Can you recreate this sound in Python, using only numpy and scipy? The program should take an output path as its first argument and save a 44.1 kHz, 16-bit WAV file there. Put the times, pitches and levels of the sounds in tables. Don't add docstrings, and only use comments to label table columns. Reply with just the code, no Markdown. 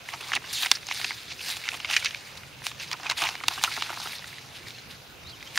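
import sys
import numpy as np
from scipy import signal
from scipy.io import wavfile
from scipy.ndimage import uniform_filter1d

SR = 44100
rng = np.random.default_rng(int(sys.argv[2]) if len(sys.argv) > 2 else 0)


def nominal_scale(level):
    x = np.asarray(level, float) / 20
    return 10 ** x


def file_out(sig):
    cols = np.atleast_2d(sig).T
    lim = np.clip(cols, -1, 1)
    pcm = np.round(lim * 32767).astype(np.int16)
    wavfile.write(sys.argv[1], SR, pcm)


N = 246062

# frequency in Hz, left minus right in dB.
PORTS = [(60, -1), (180, -1.5), (550, -1), (1650, -1), (2800, -3), (4970, 1), (15000, 0)]
OPPOSITE = np.array([[1], [-1]])


def rms_one(x):
    return x / np.sqrt(np.mean(x ** 2) + 1e-20)


def at_hz(points, hz):
    points_hz, values = np.transpose(points)
    return np.interp(np.log(hz), np.log(points_hz), values)


def drift(rate_hz):
    r = np.exp(-16 * np.pi * rate_hz / SR)
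    slow = signal.lfilter([1], [1, -2 * r, r * r], rng.standard_normal(N // 8 + 4002))
    slow = slow[4000:]
    return np.interp(np.arange(N) / 8, np.arange(len(slow)), rms_one(slow))


def band(x, low_hz, high_hz):
    sos = signal.butter(2, [low_hz, min(high_hz, .45 * SR)], "band", fs=SR, output="sos")
    return signal.sosfilt(sos, x)


def low_pass(x, top_hz):
    return signal.sosfilt(signal.ellip(12, .5, 60, top_hz, fs=SR, output="sos"), x)


def resonance(x, hz, width_hz):
    return signal.lfilter(*signal.iirpeak(hz, hz / width_hz, fs=SR), x)


def noise_bank(gain_db_at, likeness):
    out = 0
    white = rng.standard_normal((2, 2, N))
    edges_hz = 20 * 2 ** (np.arange(30) / 3)
    for k, (low, high) in enumerate(zip(edges_hz, edges_hz[1:])):
        mid, side = band(white[k % 2], low, high)
        hz = np.sqrt(low * high)
        alike = np.clip(at_hz(likeness, hz), 0, 1)
        pair = np.sqrt(1 + alike) * mid + np.sqrt(1 - alike) * side * OPPOSITE
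        balance = nominal_scale(at_hz(PORTS, hz) / 2 * OPPOSITE)
        out = out + nominal_scale(gain_db_at(hz)) * balance * pair
    return out


def strokes():
    # time in s, hiss in dB, centre of the air-gap resonance in Hz.
    handling = [(0, -53.5, 2500), (.28, -41.5, 3850), (.4, -49, 2500), (.5, -39, 3850), (.82, -49, 4300),
                (1.1, -49, 3800), (1.25, -60, 3100), (1.62, -43, 3800), (1.8, -45, 2900),
                (2.28, -46.5, 2340), (2.5, -53.5, 2680), (2.98, -48.5, 3200), (3.45, -52, 3200),
                (3.85, -44.5, 2640), (4.5, -53.5, 3600), (5.18, -56, 3980), (5.42, -50.5, 3600),
                (5.58, -44.5, 3600)]
    # peak in s, hiss in dB, rise in s, fall in s,
    # bright edge in dB re hiss.
    swishes = [(.095, -42, 0.086, 0.083, -12), (.315, -57, 0.19, 0.044, 1),
               (0.532, -33, 0.015, 0.067, -3.5), (.629, -29.5, 0.083, 0.049, -7.5),
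               (0.727, -34, 0.069, 0.053, -10), (.968, -34.5, 0.12, 0.42, -13),
               (1.491, -30, 0.12, 0.14, -10.5), (1.774, -42, 0.38, .008, -11.5),
               (1.915, -39.5, 0.025, 0.15, -5), (2.0, -36.5, 0.034, 0.047, -10.5),
               (2.664, -32, 0.044, 0.056, -12.5), (2.827, -34.5, 0.051, 0.061, -16),
               (2.928, -36.5, 0.054, 0.01, -16), (3.176, -31.5, 0.015, 0.22, -12),
               (3.527, -35.5, 0.1, 0.18, -13), (3.628, -34, 0.022, 0.16, -9.5),
               (3.722, -34, 0.039, 0.38, -16), (4.026, -37.5, 0.093, .25, -13.5),
               (4.161, -41, 0.67, 0.067, -11), (4.27, -44, 0.04, 0.37, -14),
               (4.57, -44.5, 0.1, 0.066, -14.5), (4.685, -43.5, 0.11, 0.097, -14.5),
               (4.909, -42, 0.025, 0.072, -14.5), (5.577, -33, 0.037, .05, -6)]
    # peak in s, hiss in dB, rise in s, fall in s, gap resonance in Hz.
    drags = [(0.335, -24.5, 0.0076, 0.026, 2800), (2.8, -35, 0.013, 0.075, 2800),
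             (.584, -40, .05, 0.087, 3600), (.923, -32, 0.061, 0.02, 2580), (1.093, -37, 0.12, 0.15, 4150),
             (1.318, -34.5, 0.063, 0.033, 4000), (1.671, -38.5, 0.14, 0.061, 2250),
             (1.881, -43, 0.11, .05, 2600), (1.967, -17, 0.0094, 0.021, 2600),
             (1.938, -22, 0.031, 0.038, 2900), (2.06, -23.5, 0.027, 0.031, 2600),
             (3.26, -32, .06, 0.12, 2470), (4.794, -48, 0.19, 0.089, 3060), (5.278, -59, 0.098, 0.31, 4000)]
    # peak in s, hiss in dB, rise in s, fall in s,
    # flapping lows in dB re hiss.
    flaps = [(0.139, -35.5, 0.022, 0.032, -0.5), (.304, -58.5, 0.15, 0.078, 11.5),
             (0.367, -27, 0.031, 0.006, -5), (.629, -27, 0.0094, 0.058, -9.5),
             (1.747, -32, 0.027, 0.0093, -0.5), (1.9, -32, 0.041, 0.23, -8), (2.943, -53, 0.039, 0.018, 17),
             (3.069, -35, 0.066, 0.063, -3.5), (3.117, -25.5, 0.015, 0.018, 0),
             (3.099, -21, 0.0061, 0.022, -11), (3.22, -29.5, 0.019, 0.11, 0.5),
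             (3.515, -42.5, 0.013, 0.029, 11), (3.597, -38.5, 0.073, 0.036, -6),
             (3.639, -22.5, 0.0032, 0.036, -4.5), (3.9, -37.5, 0.12, 0.03, -4),
             (4.03, -53.5, 0.45, 0.23, 7.5), (5.577, -45, 0.037, .05, 5)]
    slope_db = 21

    t = np.arange(0, N + 64, 64) / SR
    s, rest_db, rest_hz = np.transpose(handling)
    hiss = nominal_scale(2 * np.interp(t, s, rest_db))
    lows, edge = hiss * nominal_scale(2 * -14), hiss * nominal_scale(2 * -16)
    tuned = hiss * np.interp(t, s, rest_hz)

    rows = [(*row[:4], 4160, -16.5, row[4]) for row in swishes]
    rows += [(*row, -23.5, -29) for row in drags]
    rows += [(*row[:4], 2500, row[4], -27) for row in flaps]
    for peak, db, rise, fall, hz, lows_db, edge_db in rows:
        away = np.maximum((peak - t) / rise, (t - peak) / fall)
        power = nominal_scale(2 * (db - slope_db * away))
        hiss = hiss + power
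        lows = lows + power * nominal_scale(2 * lows_db)
        edge = edge + power * nominal_scale(2 * edge_db)
        tuned = tuned + power * hz
    controls = 10 * np.log10(hiss), tuned / hiss, 10 * np.log10(lows), 10 * np.log10(edge)
    return [np.interp(np.arange(N) / SR, t, control) for control in controls]


def sliding():
    # frequency in Hz, level in dB per Hz within each zone.
    sheet = [(250, -34), (500, -41), (750, -4.5), (1300, -7.5), (2500, -2.5), (4200, -5.5), (6500, -10),
             (9000, -8.5), (12000, -12.5), (16000, -18.5)]
    # frequency in Hz, left-right likeness of a source close to the ports.
    near_likeness = [(500, 0.96), (6800, 1), (10000, 0.84), (15000, 0.91)]
    hiss_db, centre_hz, lows_db, bright_db = strokes()

    ticks = (rng.random(N) < 200 / SR) * np.minimum(rng.exponential(.4, N), .8)
    slips_db = 20 * np.log10(1 + signal.lfilter([1], [1, -.97], ticks))
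    catching_db = 1.8 * drift(300) + slips_db
    sharpness_db = np.clip((hiss_db + 56) / 4, 2, 6.5)

    def gain_db(hz):
        to_low = np.clip(np.log2(1700 / hz) / 0.41, 0, 1)
        to_high = np.clip(np.log2(hz / 5500) / 0.76, 0, 1)
        gap_db = sharpness_db * (np.exp(-(np.log2(hz / centre_hz) / .27) ** 2) - .6)
        zone_db = (lows_db + 10.0) * to_low + (bright_db + 8.5) * to_high
        zone_db = zone_db + (hiss_db + gap_db + 3.5) * (1 - to_low - to_high)
        return zone_db + at_hz(sheet, hz) + catching_db + 2.02 * drift(22.7)

    return noise_bank(gain_db, near_likeness)


def creases():
    # time in s, peak in dB, pitch in Hz, length in ms.
    cracks = [(.206, -27, 2700, 14), (.351, -12, 3600, 5.3), (.7143, 0.5, 3850, 3.8),
              (.868, -23, 5900, 3.1), (.905, -27, 5840, 2), (.9454, -21, 3970, 3.3),
              (1.5675, -19.5, 2930, 5.2), (1.733, -22, 3020, 2.2), (4.072, -23.5, 3030, 2.7),
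              (1.911, -17, 2500, 2), (2.0463, -13, 3970, 2.8), (2.3715, -29, 4070, 7.3),
              (2.6668, -10, 3200, 1.7), (2.887, -32, 5800, 2), (3.219, -18, 5830, 4.4),
              (2.9142, -15.5, 3180, 2.1), (3.099, -14.5, 4450, 0.78), (2.929, -17, 5300, 3.7),
              (3.112, -13, 2770, 0.9), (3.2378, -11.5, 4250, 1.7), (3.397, -36, 5530, 2),
              (3.032, -28, 4970, 2.5), (3.251, -20, 2660, 7.3), (3.482, -4.5, 3040, 4),
              (3.638, -1, 4220, 1.6), (4.095, -24.5, 1650, 1.4), (4.132, -26.5, 1820, 2.2),
              (5.294, -33.5, 4160, 6.9), (5.557, -21, 1840, 1.1), (5.5575, -25, 6000, 2.7),
              (5.427, -31, 5030, 1.9)]
    dry_ticks = [(.366, -17, 2140, 3), (.647, -19, 2240, 5), (.75, -18, 4730, 14), (.829, -30, 2060, 4.2),
                 (1.0145, -14, 3220, 2.2), (1.4046, -25.5, 2860, 13), (1.392, -28.5, 2620, 5),
                 (1.501, -19.5, 3900, 3.4), (1.512, -24, 4500, 4.3), (1.619, -34, 2210, 3),
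                 (1.638, -25.5, 2350, 4.3), (1.654, -27, 2300, 2.8), (1.706, -32, 3000, 3),
                 (1.7165, -20, 2550, 3), (1.75, -24, 2600, 2.7), (3.86, -29, 2500, 8),
                 (4.027, -36, 3500, 2), (1.6882, -8, 2260, 2.9), (1.67, -35, 1700, 3),
                 (1.9405, -11, 2560, 1.5), (1.9648, -4.5, 3650, 2.5), (1.853, -22, 2580, 6),
                 (1.982, -34, 2620, 2.1), (2.0586, -7.5, 2900, 1.9), (2.0675, -19, 2560, 6),
                 (2.088, -28, 3000, 5.1), (2.108, -22.5, 2630, 2.4), (2.146, -17.5, 2570, 2.9),
                 (2.433, -29, 1730, 4.4), (3.0656, -18.5, 2700, 4.3), (3.7134, -23, 2270, 9.8),
                 (4.184, -27, 4500, 2), (4.222, -33.5, 1800, 3.4), (4.2407, -26, 1700, 3.2),
                 (4.2435, -27, 4200, 2), (4.3275, -32, 2100, 4), (4.3824, -29, 1860, 3.6),
                 (4.383, -33, 4200, 2.3), (4.4867, -36, 3470, 3), (4.706, -25.5, 3840, 0.68),
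                 (4.9, -36, 2650, 4.1), (5.426, -29, 2180, 2.7), (5.405, -39, 2400, 3),
                 (4.704, -39, 2100, 3.4), (4.836, -38, 2500, 3), (3.4023, -25, 2360, 3.5),
                 (3.2225, -20, 2500, 2), (3.245, -25, 2380, 2.5)]
    flips = [(.087, -20.5, 2280, 2.8), (.358, -17, 2490, 10), (.6318, -12, 3000, 2.5),
             (.6595, -14.5, 1520, 2.3), (.661, -11.5, 4500, 2), (.665, -16, 2570, 5),
             (.77, -22.5, 2330, 2.3), (.8862, -21.5, 4270, 3), (.887, -31, 1920, 2.5),
             (.8875, -24, 6200, 1.7), (1.0442, -11.5, 2900, 5.1), (1.1065, -17.5, 2000, 3.1),
             (1.116, -25, 1840, 1.9), (1.4834, -25, 4300, 3.8), (1.6785, -19, 2170, 5.9),
             (1.728, -36, 2000, 3.8), (1.8005, -22.5, 2950, 4.8), (1.8462, -16.5, 2350, 4),
             (1.899, -18, 3600, 4), (2.0244, -22.5, 2190, 6.8), (2.7138, -24.5, 2930, 5.5),
             (2.746, -36, 2220, 1.7), (2.925, -24, 2780, 2), (2.93, -21.5, 2350, 3.6),
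             (3.177, -44, 2190, 1.7), (3.2692, -19, 2050, 1.4), (3.2885, -12.5, 2950, 2.8),
             (3.6745, -22, 1200, 18), (4.193, -26.5, 3710, 1.6), (4.667, -33, 2110, 5.1),
             (5.5745, -12, 1610, 2.7), (5.5755, -10, 3000, 2.3), (5.575, -13, 4600, 5.3)]
    knocks = [(.3182, -16, 2020, 1.5), (.322, -30, 2220, 4.6), (.3325, -16.5, 1620, 4.3),
              (.373, -21.5, 1970, 3.5), (.439, -31.5, 1850, 8.2), (.9118, -14.5, 2500, 1.4),
              (.9975, -24, 3600, 4), (1.032, -40, 1400, 4.3), (1.318, -31, 2510, 4.4),
              (1.668, -36, 2170, 2), (1.889, -24, 2310, 3.3), (2.619, -29.5, 2170, 2.3),
              (3.031, -27.5, 2320, 5.2), (3.2185, -16.5, 1340, 6.7), (3.353, -21, 2390, 1.8),
              (3.4362, -18.5, 2380, 4.9), (3.612, -26.5, 2030, 4), (3.7655, -23.5, 2050, 1.7),
              (3.822, -12.5, 2700, 2.6), (4.0, -25, 4680, 2.5), (4.048, -34, 2940, 6.9)]
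    thuds = [
        (.1375, -24, 2660, 2.4),
        (2.997, -31.5, 2880, 5.1),
        (3.407, -34, 1530, 5.8),
        (3.341, -37, 1730, 7.5),
        (3.5754, -28.5, 1430, 8.4),
        (3.774, -25, 1500, 5.6),
        (3.972, -28.5, 1440, 3.4),
    ]
    pats = [(.089, -40, 1400, 1.6), (.203, -43, 1400, 6.4), (.222, -43, 1390, 6.8), (.292, -40, 1400, 4.8),
            (.42, -42, 1400, 4.9), (2.938, -31, 1420, 2.8), (3.036, -38, 1400, 5.1),
            (3.056, -33, 1410, 4.7), (3.184, -43, 1420, 5), (3.198, -39, 1400, 5), (3.241, -35, 1400, 5.1),
            (3.253, -37, 1400, 3.8), (3.262, -34, 1400, 2.4), (3.71, -38, 1400, 3.5),
            (3.864, -43, 1400, 3.8), (3.893, -32, 1400, 5.8), (3.911, -40, 1400, 3),
            (3.902, -28, 2600, 3.2), (3.927, -34.5, 1400, 3.9), (3.948, -40, 1400, 2.6),
            (3.999, -39, 1400, 1.1), (4.012, -47, 1400, 2.8), (4.024, -51, 1400, 2.7),
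            (4.047, -41, 1410, 3.4), (4.056, -33, 1400, 4.1), (4.07, -34.5, 1400, 2.3)]
    # kind, lows in dB re peak, highs in dB re peak
    kinds = [(cracks, -19, -7), (dry_ticks, -59, -48), (flips, -14.5, -28),
             (knocks, -7.5, -19), (thuds, 0.59, -16), (pats, 5.2, -14)]
    return sorted((s, db, hz, lows_db, highs_db, ms / 1000)
                  for rows, lows_db, highs_db in kinds for s, db, hz, ms in rows)


def snaps():
    size = 2048
    out = np.zeros((2, N + size))
    t = np.arange(size) / SR
    s, peak_db, hz, lows_db, highs_db, length = np.transpose(creases())[:, :, None]
    a, b, c, side = rng.standard_normal((len(s), 4, size)).transpose(1, 0, 2)
    a, b = a * np.abs(a), b * np.abs(b)
    a[:, 12], b[:, 12], c[:, 12] = 11, -11, 11
    length = np.clip(length, .001, .012)
    rise = length * np.clip(-peak_db / 150, .05, .22)

    def rattle(share):
        decay = np.exp(-(t / (share * length)) ** 1.4)
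        tail = .05 * np.exp(-t / (3 * share * length))
        return np.tanh(t / rise) * (decay + tail)

    broad = np.clip(.33 + (peak_db[:, 0] + 12) / 14, .33, .8)
    body = []
    for p, q, f, w in zip(a * rattle(.85), b * rattle(.8), hz[:, 0], broad):
        pitched = band(p, f / 1.18, f * 1.18)
        body.append(pitched + w * band(q, 1300, min((1.3 + 1.3 * w) * f, 7000)))
    body = band(body, 900, 7000)

    lows = band(band(c * rattle(1.), 700, 1350), 600, 1600)
    deep = band(band(a * rattle(1.6), 250, 430), 220, 480)
    lows = lows + 32 * length * deep
    highs = band(b * rattle(.6), 6500, 11500) + .6 * band(b * rattle(.5), 11500, 16500)
    highs_db = highs_db + 0.21 * (peak_db + 13)

    bursts = 0
    for db, part in [(-.6, body), (lows_db, lows), (highs_db, highs)]:
        bursts = bursts + nominal_scale(db) * part / np.abs(part).max(axis=1, keepdims=True)
    aparts = nominal_scale(-20.5) * band(side * np.abs(bursts), 500, 12500)
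    starts = np.round(s[:, 0] * SR).astype(int)
    for at, gain, burst, apart in zip(starts, nominal_scale(peak_db), bursts, aparts):
        out[:, at:at + size] += gain * (burst * nominal_scale(-.3 * OPPOSITE) + apart * OPPOSITE)
    presence = band(out, 1300, 7000) * (nominal_scale(-.7 * OPPOSITE) - 1)
    return (out + presence)[:, :N]


def wedges():
    # start in s, length in s, first pitch in Hz, last pitch in Hz, level in dB.
    squeezes = [
        (.531, .1, 6200, 3400, -30.5),
        (.55, .06, 5600, 6700, -38),
        (3.174, .05, 4700, 2700, -32),
        (3.235, .04, 3100, 2100, -35),
    ]
    bend = 6
    out = np.zeros(N)
    noises = rng.standard_normal((len(squeezes), 2, 8192))
    for (s, length, first_hz, last_hz, db), noise in zip(squeezes, noises):
        u = np.arange(round(length * SR)) / (length * SR)
        at = round(s * SR)
        hz = first_hz + (last_hz - first_hz) * (1 - np.exp(-bend * u)) / (1 - np.exp(-bend))
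        narrow = signal.butter(2, .18 * last_hz, fs=SR, output="sos")
        a, b = rms_one(signal.sosfilt(narrow, noise))[:, -len(u):]
        phase = 2 * np.pi * np.cumsum(hz) / SR
        swell = np.sqrt(np.sin(np.pi * np.sqrt(u)))
        out[at:at + len(u)] += nominal_scale(db) * swell * (a * np.cos(phase) + b * np.sin(phase))
    return out * nominal_scale(-.7 * OPPOSITE)


def bird():
    # start in s, length in s, first pitch in Hz, last pitch in Hz, level in dB.
    chirps = [(3.12, .045, 2850, 3150, -50), (3.29, .06, 2600, 2800, -45), (3.35, .075, 2750, 3200, -47),
              (4.738, .035, 2450, 2900, -51), (4.746, .014, 4300, 4100, -48),
              (4.756, .014, 3200, 4400, -48), (4.783, .012, 4250, 4100, -43), (4.85, .012, 2500, 3100, -50),
              (5.225, .075, 3690, 3720, -53), (5.26, .032, 3700, 4400, -45), (5.286, .012, 4400, 5100, -48),
              (5.288, .036, 4300, 3750, -49), (5.303, .02, 5000, 4000, -50), (5.32, .038, 3400, 2780, -44),
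              (5.364, .012, 4000, 3400, -48), (5.403, .012, 3200, 3300, -48),
              (5.458, .036, 3000, 3300, -45)]
    out = np.zeros(N)
    flutter_db = 2.5 * drift(90)
    waver = 1 + .005 * drift(70)
    for s, length, first_hz, last_hz, db in chirps:
        u = np.arange(round(length * SR)) / (length * SR)
        at = round(s * SR)
        hz = (first_hz + (last_hz - first_hz) * u) * waver[at:at + len(u)]
        whistle = np.sin(2 * np.pi * np.cumsum(hz) / SR)
        out[at:at + len(u)] += nominal_scale(db) * np.sin(np.pi * u) * whistle
    return out * nominal_scale(flutter_db + 3) * nominal_scale(-.5 * OPPOSITE)


def outdoors():
    # frequency in Hz, level in dB per Hz.
    air_colour = [(110, -88), (190, -7), (454, -4), (589, -3), (1090, -7.5), (1460, -5.5), (1570, -19),
                  (2460, -4.5), (7760, -21), (16000, -22.5)]
    # frequency in Hz, left-right likeness of sound from far off.
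    far_likeness = [(60, 0.67), (240, 0.66), (950, 0.44), (3770, 0.021), (15000, 0.064)]
    air = rms_one(noise_bank(lambda hz: at_hz(air_colour, hz) + 2.0 * drift(4.4), far_likeness))
    mid, side = rng.standard_normal((2, N))
    rumble = mid + 0.34 * side * OPPOSITE
    drone = resonance(rumble, 123, 36) + nominal_scale(-5.0) * band(rumble, 61, 152)
    drone_db = -54 + 1.53 * drift(6.8) + PORTS[1][1] / 2 * OPPOSITE
    return nominal_scale(-49.5 + 1.16) * air + nominal_scale(drone_db) * rms_one(drone)


def scene():
    return sliding() * nominal_scale(6.5) + snaps() + wedges() + bird() + outdoors()


def roll_off(x):
    return signal.sosfilt(signal.butter(12, 17000, fs=SR, output="sos"), x)


def record(dry):
    # frequency in Hz, width in Hz, share removed.
    housing_dips = [(620, 140, .25), (3150, 600, .3)]
    for hz, width_hz, share in [*housing_dips, (7850, 330, .87)]:
        dry = dry - share * resonance(dry, hz, width_hz)
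    hard = uniform_filter1d(np.abs(dry).max(axis=0), size=128) > .14
    open_top = np.clip(2 * uniform_filter1d(hard * 1., size=192), 0, 1)
    kept = low_pass(dry * (1 - open_top), 15730) + dry * open_top
    last_cut = signal.cheby2(12, 50, 16800, fs=SR, output="sos")
    mix = signal.sosfilt(last_cut, np.clip(kept, -.93, .93))
    return roll_off(mix)


dry = scene()
out = record(dry)
file_out(out)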